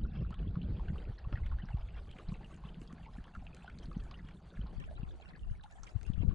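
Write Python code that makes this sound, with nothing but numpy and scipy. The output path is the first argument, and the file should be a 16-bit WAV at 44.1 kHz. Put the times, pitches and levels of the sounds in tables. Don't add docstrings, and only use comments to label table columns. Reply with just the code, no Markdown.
import sys
import numpy as np
from scipy import signal
from scipy.fft import rfft, irfft, next_fast_len
from scipy.io import wavfile
from scipy.ndimage import uniform_filter1d

SR = 44100
rng = np.random.default_rng(int(sys.argv[2]) if len(sys.argv) > 2 else 0)


def int16_out(signal):
    q = np.round(np.clip(np.atleast_2d(signal).T, -1, 1) * 32767)
    wavfile.write(sys.argv[1], SR, q.astype(np.int16))


N = 279594

# (peak time [s], level [dB], pitch [Hz], ring time [ms])
CLEAR_BUBBLES = [(0.037, -60, 3850, 2.6), (0.052, -50.5, 1380, 6.7), (0.21, -48, 553, 4.8),
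                 (0.249, -51, 1330, 5.4), (0.308, -51, 1000, 5.1), (0.33, -46.5, 1302, 9.1),
                 (0.343, -48, 3130, 2), (0.391, -53, 2920, 3.3), (0.478, -56, 3260, 3.4),
                 (0.557, -43.5, 1200, 3.2), (0.617, -48.5, 2980, 2.8), (0.798, -45, 960, 5.6),
                 (0.884, -47, 1534, 5.3), (0.885, -50, 2800, 2.3), (0.959, -50, 1250, 2.2),
                 (0.982, -48.5, 2870, 2.6), (1.015, -52, 545, 6.1), (1.053, -53, 2580, 2.5),
                 (1.184, -54.5, 4160, 3), (1.188, -52.5, 1660, 3), (1.249, -50, 1060, 3.3),
                 (1.328, -41.5, 1315, 3), (1.331, -49, 559, 8.3), (1.358, -45, 1880, 7.5),
                 (1.375, -42.5, 1610, 2.7), (1.399, -57, 1030, 2.1), (1.436, -54.5, 2080, 4.8),
                 (1.462, -47.5, 3070, 1.3), (1.469, -58, 2390, 1.8), (1.516, -47, 1390, 3),
                 (1.522, -48, 1034, 3.8), (1.539, -55, 1270, 2.3), (1.587, -46.5, 1590, 4.3),
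                 (1.599, -52.5, 1860, 6.7), (1.622, -56, 3000, 7.2), (1.656, -58.5, 5000, 2.4),
                 (1.688, -45, 1670, 2.9), (1.706, -48.5, 880, 3.6), (1.734, -57, 2690, 9.7),
                 (1.773, -49.5, 790, 8.5), (1.888, -50.5, 2400, 1.06), (2.113, -47, 3180, 1.2),
                 (2.166, -53.5, 2130, 2.5), (2.185, -53, 3040, 2.5), (2.199, -46.5, 1250, 6.3),
                 (2.287, -51.5, 4080, 2.3), (2.295, -56.5, 2350, 4), (2.321, -50, 1065, 4.7),
                 (2.342, -51, 2660, 4.3), (2.356, -56.5, 2590, 3.5), (2.411, -52.5, 815, 9.4),
                 (2.446, -51.5, 2850, 5.1), (2.51, -53, 1160, 7), (2.564, -60, 6840, 2.3),
                 (2.639, -48, 1016, 3.3), (2.688, -54.5, 3080, 6.7), (2.745, -50.5, 2940, 1.4),
                 (2.818, -58, 2850, 5.4), (2.876, -53.5, 4580, 1.7), (2.907, -54.5, 1170, 6.6),
                 (2.925, -52, 1310, 2.6), (2.982, -56, 1650, 3.5), (3.049, -54, 2520, 2),
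                 (3.058, -54, 2210, 4.4), (3.068, -50.5, 902, 16), (3.086, -55, 1070, 7.9),
                 (3.155, -51, 784, 5.9), (3.171, -61, 2480, 3), (3.186, -55, 1700, 5.8),
                 (3.243, -53.5, 3020, 3.2), (3.255, -54.5, 980, 7.4), (3.272, -53, 1250, 5),
                 (3.281, -54, 1640, 4), (3.353, -43.5, 1390, 5.6), (3.426, -50.5, 775, 9.2),
                 (3.468, -45.5, 2680, 2.4), (3.532, -56.5, 2520, 7.4), (3.571, -54.5, 1440, 5),
                 (3.624, -53.5, 2630, 3.5), (3.646, -46.5, 764, 6.8), (3.681, -44, 1500, 8.1),
                 (3.702, -54, 2280, 2.7), (3.787, -50.5, 4200, 1.6), (3.834, -59, 5750, 1.5),
                 (3.857, -51.5, 4260, 0.7), (3.916, -47, 1237, 7.2), (3.93, -61, 4600, 3.3),
                 (3.978, -64, 6300, 2.4), (4.004, -61, 4300, 3), (4.068, -54.5, 724, 6.3),
                 (4.112, -47, 4700, 0.7), (4.114, -49.5, 1080, 3.1), (4.142, -48.5, 2860, 4.5),
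                 (4.191, -52, 1950, 6.6), (4.286, -58.5, 2730, 4.4), (4.504, -57, 3620, 2.4),
                 (4.54, -55.5, 1400, 4), (4.573, -50.5, 1690, 1.6), (4.614, -53.5, 3100, 4.5),
                 (4.664, -55.5, 1310, 6), (4.669, -55.5, 4230, 0.83), (4.73, -59, 720, 6.6),
                 (4.84, -49.5, 2570, 0.73), (4.878, -54.5, 644, 4.3), (4.914, -45.5, 645, 9.4),
                 (4.967, -61, 3930, 5.4), (5.032, -54.5, 2680, 3.2), (5.08, -58.5, 1410, 6),
                 (5.09, -57.5, 3500, 3), (5.111, -56, 3470, 3.5), (5.202, -49.5, 760, 5.4),
                 (5.212, -57, 4070, 1.6), (5.236, -58.5, 2320, 3.3), (5.252, -56, 1430, 3.4),
                 (5.29, -57.5, 4230, 3.5), (5.309, -59, 1610, 5), (5.336, -54, 1930, 5.2),
                 (5.355, -53.5, 1690, 5.3), (5.362, -59, 4500, 2), (5.394, -59, 3120, 3),
                 (5.554, -61.5, 2250, 5), (5.598, -56.5, 1610, 5.1), (5.611, -60, 3860, 2.5),
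                 (5.637, -51.5, 3670, 1.9), (5.641, -49, 855, 13.5), (5.662, -56, 1400, 5),
                 (5.712, -59.5, 726, 6), (5.725, -56.5, 6900, 0.91), (5.757, -55.5, 730, 7.2),
                 (5.834, -43, 6040, 1.16), (5.835, -53.5, 1310, 5.8), (5.875, -51.5, 2280, 3.1),
                 (5.893, -58, 4950, 3.1), (6.052, -57.5, 2650, 4.4), (6.135, -50, 3210, 2.4),
                 (6.312, -51, 1140, 2.7)]
# (time [s], treble level [dB], middle range above treble [dB])
DROPS = [(0.306, -52, -3), (0.342, -58, 16), (0.795, -77.5, 25.5), (1.326, -63.5, 25), (1.369, -71, 23),
         (1.465, -53.5, 11.5), (2.113, -50, -13), (2.186, -56, 17.5), (2.544, -50, -26), (2.798, -61.5, -7),
         (2.815, -50, 2), (2.927, -48.5, 4), (3.24, -52, 4), (3.349, -55.5, 7.5), (3.5465, -42.5, -8),
         (3.5662, -49.5, 2), (3.698, -55, 13), (3.788, -42.5, -7.5), (4.038, -52, -14), (4.112, -58.5, 16),
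         (4.287, -54.5, 12.5), (4.309, -72, 22), (4.8, -49, -7), (5.638, -49, -3), (5.7115, -50, -14),
         (5.832, -48, -13), (5.838, -67, -1), (5.842, -59, 8), (5.871, -49, -3), (6.012, -49.5, 4),
         (6.0304, -42.5, -5), (6.0652, -48, -5)]
# (time [s], level [dB])
WATER_FLOW = [(0.0, -64.5), (1.0, -61.5), (1.9, -64.5), (2.3, -60), (2.7, -65), (3.57, -64), (4.3, -65.5),
              (4.7, -62.5), (5.58, -69), (6.34, -64)]
# (pitch [Hz], gain [dB])
FIZZ_TONE = [(400, 1.5), (960, -2.5), (1430, 0), (2110, -6), (3110, -4), (4300, -21.5), (5400, -18)]
# (frequency [Hz], gain [dB])
WASH_TONE = [(400, -42.5), (600, -7), (770, -4), (1040, -12.5), (1450, -12.5), (2090, -21), (3140, -21),
             (4720, -24), (5600, -53), (11000, -72.5)]
# (frequency [Hz], gain [dB])
DROPLET_TONE = [(700, -8), (1300, 15.5), (2800, 4.5), (4600, -19.5), (7000, -33)]
# (time [s], rumble level [dB], flutter level [dB])
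GUSTS = [(0.0, -35.5, -43), (0.14, -45, -47.5), (0.19, -38, -42), (0.33, -44, -54), (0.49, -35.5, -38.5),
         (0.53, -40.5, -53), (0.63, -41.5, -39), (0.71, -37.5, -40), (0.83, -42.5, -51.5),
         (0.94, -34.5, -46.5), (1.02, -46, -56.5), (1.11, -41.5, -60), (1.18, -51, -69.5),
         (1.32, -39, -60.5), (1.52, -34, -52), (1.68, -48, -60), (1.75, -38.5, -64), (1.91, -46, -56.5),
         (1.99, -47.5, -62), (2.22, -52, -60), (2.28, -41.5, -56.5), (2.47, -52, -55.5), (2.98, -51, -54.5),
         (3.18, -50.5, -60), (3.2, -44.5, -65), (3.28, -56.5, -61.5), (3.41, -48, -54), (3.67, -56.5, -63),
         (3.74, -44, -56.5), (3.8, -53.5, -57), (3.87, -42, -53.5), (4.02, -46.5, -53.5), (4.54, -53, -59),
         (4.59, -38.5, -54.5), (4.68, -47.5, -56.5), (4.79, -44.5, -54), (4.82, -50, -53.5),
         (5.01, -46.5, -68.5), (5.32, -59, -61.5), (5.51, -37.5, -60), (5.65, -61.5, -70), (5.91, -53, -66),
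         (5.97, -41, -73), (6.0, -50.5, -65), (6.11, -33.5, -55), (6.16, -38, -58.5), (6.29, -27, -34.5),
         (6.34, -44, -43)]
# (time [s], left above right [dB])
WIND_SIDE = [(4.7, 7), (5.36, -3.5), (5.52, 10.5), (5.6, 2.5), (5.9, 2), (5.94, 21), (6.34, 20)]
# (frequency [Hz], gain [dB])
RUMBLE_TONE = [(15, 4), (30, 11.5), (50, 13), (70, 9.5), (95, 1), (125, -0.5), (200, -87.5)]
# (frequency [Hz], gain [dB])
FLUTTER_TONE = [(80, -30), (120, -7.5), (165, -0.5), (230, -10.5), (330, -23.5), (550, -49.5), (900, -97.5)]
# (centre time [s], level [dB], pitch [Hz], width [cycles])
SWIRLS = [(0.201, -32, 138, 1), (0.224, -31.5, 139, 0.76), (0.473, -32.5, 77, 0.052),
          (0.492, -31, 82, 0.78), (0.574, -27.5, 150, 0.97), (0.699, -29.5, 88.4, 1),
          (0.753, -31, 76.4, 0.56), (0.905, -32.5, 165, 0.92), (1.1, -32, 98, 1), (1.275, -34, 106, 0.47),
          (1.327, -35, 188, 0.3), (1.345, -28, 84, 0.45), (1.639, -34.5, 157, 1), (1.745, -27, 104, 0.35),
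          (2.293, -33.5, 146, 1), (2.325, -33.5, 154, 1), (2.654, -38, 157, 1), (2.819, -42.5, 282, 0.78),
          (2.934, -36.5, 176, 0.54), (3.186, -40.5, 211, 1), (3.886, -36.5, 150, 0.67),
          (3.97, -29.5, 176, 0.59), (4.249, -40.5, 129, 0.27), (4.593, -32.5, 135, 0.35),
          (4.613, -39.5, 89, 0.53), (4.784, -44, 69.5, 0.43), (5.0, -34, 71, 0.2), (5.034, -30, 129, 0.3),
          (5.514, -35, 94.4, 0.62), (5.962, -27.5, 92.5, 0.66), (6.102, -24.5, 115, 0.28),
          (6.182, -33.5, 127, 0.45), (6.209, -27.5, 89, 0.9), (6.234, -29, 125, 0.11),
          (6.283, -26, 78, 0.3)]
# (time [s], level [dB])
RUSH_LEVEL = [(0.0, -62), (1.0, -58.5), (1.31, -67), (1.64, -64.5), (1.78, -66), (2.03, -69.5),
              (2.21, -63.5), (2.49, -64), (3.12, -70), (3.8, -66), (3.95, -62), (4.34, -68), (4.8, -65),
              (5.65, -74.5), (6.16, -70), (6.34, -54)]
# (frequency [Hz], gain [dB])
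RUSH_TONE = [(200, -25.5), (300, 3.5), (420, -1.5), (560, -6.5), (700, -16.5), (900, -55)]
# (time [s], level [dB])
HISS_LEVEL = [(0.0, -101), (1.0, -88.5), (1.5, -94.5), (2.2, -83.5), (2.9, -77.5), (3.2, -87.5),
              (3.8, -83.5), (5.5, -87), (5.85, -81), (6.34, -84.5)]
# (frequency [Hz], gain [dB])
HISS_TONE = [(4300, -49), (5200, -2.5), (6100, 2), (7500, 1), (10100, -2.5), (11000, -13), (16000, -33.5)]
# (frequency [Hz], likeness [0 to 1])
LIKENESS = [(60, 0.27), (220, 1), (810, 0.94), (2970, 0.98), (10900, 0.24)]
# (frequency [Hz], gain [dB])
NARROWING = [(60, -97), (340, -41), (1080, -33), (3430, -22), (6110, -7.5), (10900, -8)]


def bubble(hz, seconds, glide, wobble, rise=.48):
    age = np.arange(0, 4, 1 / (seconds * SR))
    fade = np.exp(-(abs(age - rise) / .62) ** 1.4)
    shape = np.where(age < rise, np.sin(np.pi / 2 * age / rise) ** 2, fade)
    beat = 1 + 0.3 * np.minimum(age, 1) * np.exp(2j * np.pi * wobble * (age + 1))
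    turns = hz * seconds * (age + glide * (age ** 2 / 2 - 0.74 * age))
    return rise * seconds, shape * beat * np.exp(2j * np.pi * turns)


def clear_bubbles(followers=3, splash_db=-12, follower_db=-12):
    out, t = np.zeros((2, N)), np.arange(600) / SR
    draws = rng.standard_normal((len(CLEAR_BUBBLES), 24 + 3 * followers))
    for (s, db, hz, ms), chance in zip(CLEAR_BUBBLES, draws):
        across, (glide, wobble), bumps, trail = np.split(chance, [2, 4, 24])
        seconds = max(ms / 1000, 5 / hz)
        lead, ring = bubble(hz, seconds, .02 + .04 * glide, 1.2 * wobble)
        uneven = np.interp(np.linspace(-1, 9, len(ring)), np.arange(10), bumps[:10] + 1j * bumps[10:])
        ring *= 1 + 0.5 * uneven * np.minimum(np.linspace(0, 6, len(ring)), 1)
        add(out, s - lead, gain_of(db) * placed(ring / abs(ring).max(), 0.2 * across))
        band = signal.butter(5, [hz / 2, max(4200, 1.3 * hz)], "band", fs=SR, output="sos")
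        splash = signal.sosfilt(band, rng.standard_normal(len(t)) * t * np.exp(-t / 0.0014))
        add(out, s - lead, gain_of(db + splash_db) * np.array([splash, splash]) / abs(splash).max())
        for late, pitch, strength in trail.reshape(followers, -1):
            faint = bubble(hz * np.exp(0.15 * pitch), min(seconds, 9 / hz), .03 * late, strength)[1]
            start = s + seconds / 2 + 0.008 * abs(late)
            add(out, start, gain_of(db + follower_db + 3 * strength) * placed(faint, 0.3 * across))
    return out


def drops(treble_decay_s=0.0008, middle_decay_s=0.0025):
    out, t = np.zeros((2, N)), np.arange(600) / SR
    treble_band = signal.butter(3, [3670, 8340], "band", fs=SR, output="sos")
    middle_band = signal.butter(3, [1170, 2750], "band", fs=SR, output="sos")
    for (s, db, middle_db), noise in zip(DROPS, rng.standard_normal((len(DROPS), 3, len(t)))):
        burst = (noise[0] + 0.8 * noise[1:]) * np.minimum(t / 0.0006, 1)
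        treble = signal.sosfilt(treble_band, burst * np.exp(-t / treble_decay_s))
        middle = signal.sosfilt(middle_band, burst * np.exp(-t / middle_decay_s))
        add(out, s, gain_of(db) * (treble / np.ptp(treble) + gain_of(middle_db) * middle / np.ptp(middle)))
    return out


def fizz(per_s=340, spread_db=6.0, pitches=120):
    flow_db = curves(WATER_FLOW)[0]
    busy = gain_of(7.0 * drift(.03)[0] + 3.6 * drift(0.06)[0])
    strength = gain_of(flow_db + spread_db * np.minimum(rng.exponential(1, N), 2.0))
    strength *= rng.random(N) < per_s / SR * busy / busy.mean()
    kind, out = rng.integers(0, pitches, N), np.zeros((2, N))
    for k, hz in enumerate(np.geomspace(420, 5400, pitches)):
        cycles = rng.uniform(6, 16)
        across, (glide, wobble) = rng.standard_normal((2, 2))
        ring = bubble(hz, cycles / hz, .03 * glide, 1.2 * wobble)[1]
        ring *= gain_of(at_pitch(FIZZ_TONE, hz)) * hz / np.sqrt(cycles)
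        ring = placed(ring, 1.53 * across)
        for at in np.flatnonzero(strength * (kind == k)):
            add(out, at / SR, strength[at] * ring)
    return gain_of(flow_db.mean() + 0.1) * out / out.std()


def ice_echoes(sound, fade_s=.06, gap_samples=90):
    t = np.arange(gap_samples, 4000) / SR
    echoes = rng.choice([-1., 1.], (2, len(t))) * (rng.random((2, len(t))) < .04)
    echoes *= gain_of(-60 * t / fade_s)
    echoes /= np.linalg.norm(echoes, axis=1, keepdims=True)
    return signal.fftconvolve(sound, np.pad(echoes, ((0, 0), (gap_samples, 0))), axes=1)[:, :N]


def wash():
    noise = patchy(WASH_TONE, patch_db=3.0, flicker_db=3.0, bands=6, flicker_s=0.018)
    splashes = ticks(DROPLET_TONE, per_s=110, db=-10, decay_s=0.0013)
    return gain_of(curves(WATER_FLOW)[0] - 4.0) * (noise + splashes)


def ticks(tone, per_s, db, decay_s, spread_db=0.0):
    hits = gain_of(spread_db * np.minimum(rng.exponential(1, N), 2.2)) * (rng.random(N) < per_s / SR)
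    noise, decay = rng.standard_normal((3, N)), np.exp(-1 / (decay_s * SR))
    shape = signal.lfilter([1], [1, -2 * decay, decay ** 2], hits)
    return gain_of(db) * evened(coloured(shape * (noise[0] + 1.9 * noise[1:]), tone))


def wind():
    rumble_db, flutter_db = curves(GUSTS)
    rumble = evened(coloured(rng.standard_normal((2, N)), RUMBLE_TONE) * gain_of(2.0 * drift(0.062)))
    flutter = evened(coloured(rng.standard_normal((2, N)), FLUTTER_TONE) * gain_of(3.82 * drift(0.013)))
    return pan(curves(WIND_SIDE)[0]) * (gain_of(rumble_db) * rumble + gain_of(flutter_db) * flutter)


def thumps(kink_db=-10.5):
    out = np.zeros((2, N))
    for (s, db, hz, width), phase in zip(SWIRLS, rng.uniform(0, 2 * np.pi, len(SWIRLS))):
        turns = np.arange(-2, 2, hz / SR)
        swing = np.sin(2 * np.pi * turns * (1 - 0.031 * turns) + phase)
        swing *= np.exp(-.5 * (turns / width) ** 2)
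        kink = np.exp(-.5 * (turns / 0.12) ** 2) * np.sin(2 * np.pi * 1.1 * turns + phase)
        thump = (swing + gain_of(kink_db) * kink) * np.hanning(len(turns))
        sides = pan(curves(WIND_SIDE, s)[0])
        add(out, s - 2 / hz, gain_of(db) * np.outer(2 * sides / sides.sum(), thump))
    return out


def low_rush():
    noise = patchy(RUSH_TONE, patch_db=4.0, flicker_db=2.5, bands=8, flicker_s=0.038)
    return gain_of(curves(RUSH_LEVEL)[0]) * noise


def high_hiss():
    hiss = patchy(HISS_TONE, patch_db=4.5, flicker_db=3.5, bands=9, flicker_s=0.026)
    level = gain_of(curves(HISS_LEVEL)[0] + 1.8 * drift(.07)[0])
    return level * (hiss + ticks(HISS_TONE, per_s=150, db=-8, decay_s=0.0007))


def patchy(tone, patch_db, flicker_db, bands, flicker_s):
    frames, hz = N // 128 + 5, np.fft.rfftfreq(512, 1 / SR)
    a, b, c, d, patches = rng.standard_normal((frames, 257, 5)).T
    patches = uniform_filter1d(uniform_filter1d(patches, bands, 0), 10, 1)
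    alike = np.clip(at_pitch(LIKENESS, hz), -1, 1)[:, None]
    left = a + 1j * b
    right = alike * left + np.sqrt(1 - alike ** 2) * (c + 1j * d)
    level = gain_of(at_pitch(tone, hz)[:, None] + patch_db * patches / patches.std())
    noise = signal.istft(np.array([left, right]) * level, nperseg=512, noverlap=384)[1][:, :N]
    return evened(noise * gain_of(flicker_db * np.tanh(20.0 * drift(flicker_s)[0] + 1.0)))


def drift(seconds):
    size = round(seconds * SR)
    return evened(uniform_filter1d(uniform_filter1d(rng.standard_normal((2, N)), size), size))


def placed(sound, across):
    side = (across[0] + 1j * across[1]) * sound
    return np.array([sound + side, sound - side]).imag


def pan(left_db):
    ratio = gain_of(left_db)
    return 2 * np.array([ratio, np.ones_like(ratio)]) / np.sqrt(1 + ratio ** 2)


def coloured(x, tone):
    size = next_fast_len(N)
    return irfft(rfft(x, size) * gain_of(at_pitch(tone, np.fft.rfftfreq(size, 1 / SR))), size)[..., :N]


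def at_pitch(table, hz):
    known_hz, value = np.transpose(table)
    return np.interp(np.log(hz + 1), np.log(known_hz + 1), value)


def curves(table, t=np.arange(N) / SR):
    s, *columns = np.transpose(table)
    return [np.interp(t, s, column) for column in columns]


def gain_of(db):
    return 10 ** (np.asarray(db) / 20)


def evened(x):
    return x / np.sqrt(np.mean(x ** 2, axis=-1, keepdims=True) + 1e-20)


def add(mix, s, sound):
    part = mix[:, max(round(s * SR), 0):][:, :sound.shape[1]]
    part += sound[:, :part.shape[1]]


def scene(echo_db=-9):
    near = clear_bubbles() + drops() + fizz()
    stream = near + gain_of(echo_db) * ice_echoes(near) + wash()
    return stream + low_rush() + high_hiss() + wind() + thumps()


def record(dry, opens_s=4.7, top_hz=11500):
    mid, side = (dry[0] + dry[1]) / 2, (dry[0] - dry[1]) / 2
    wide = np.clip((np.arange(N) / SR - opens_s) / .08, 0, 1)
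    side = wide * side + (1 - wide) * coloured(side * (1 - wide), NARROWING)
    out = np.pad([mid + side, mid - side], ((0, 0), (255, 255)), "reflect")
    treble_cut = signal.firwin(511, top_hz, window=("kaiser", 9), fs=SR)
    return signal.oaconvolve(out, treble_cut[None], "valid")


dry = scene()
out = record(dry)
int16_out(out)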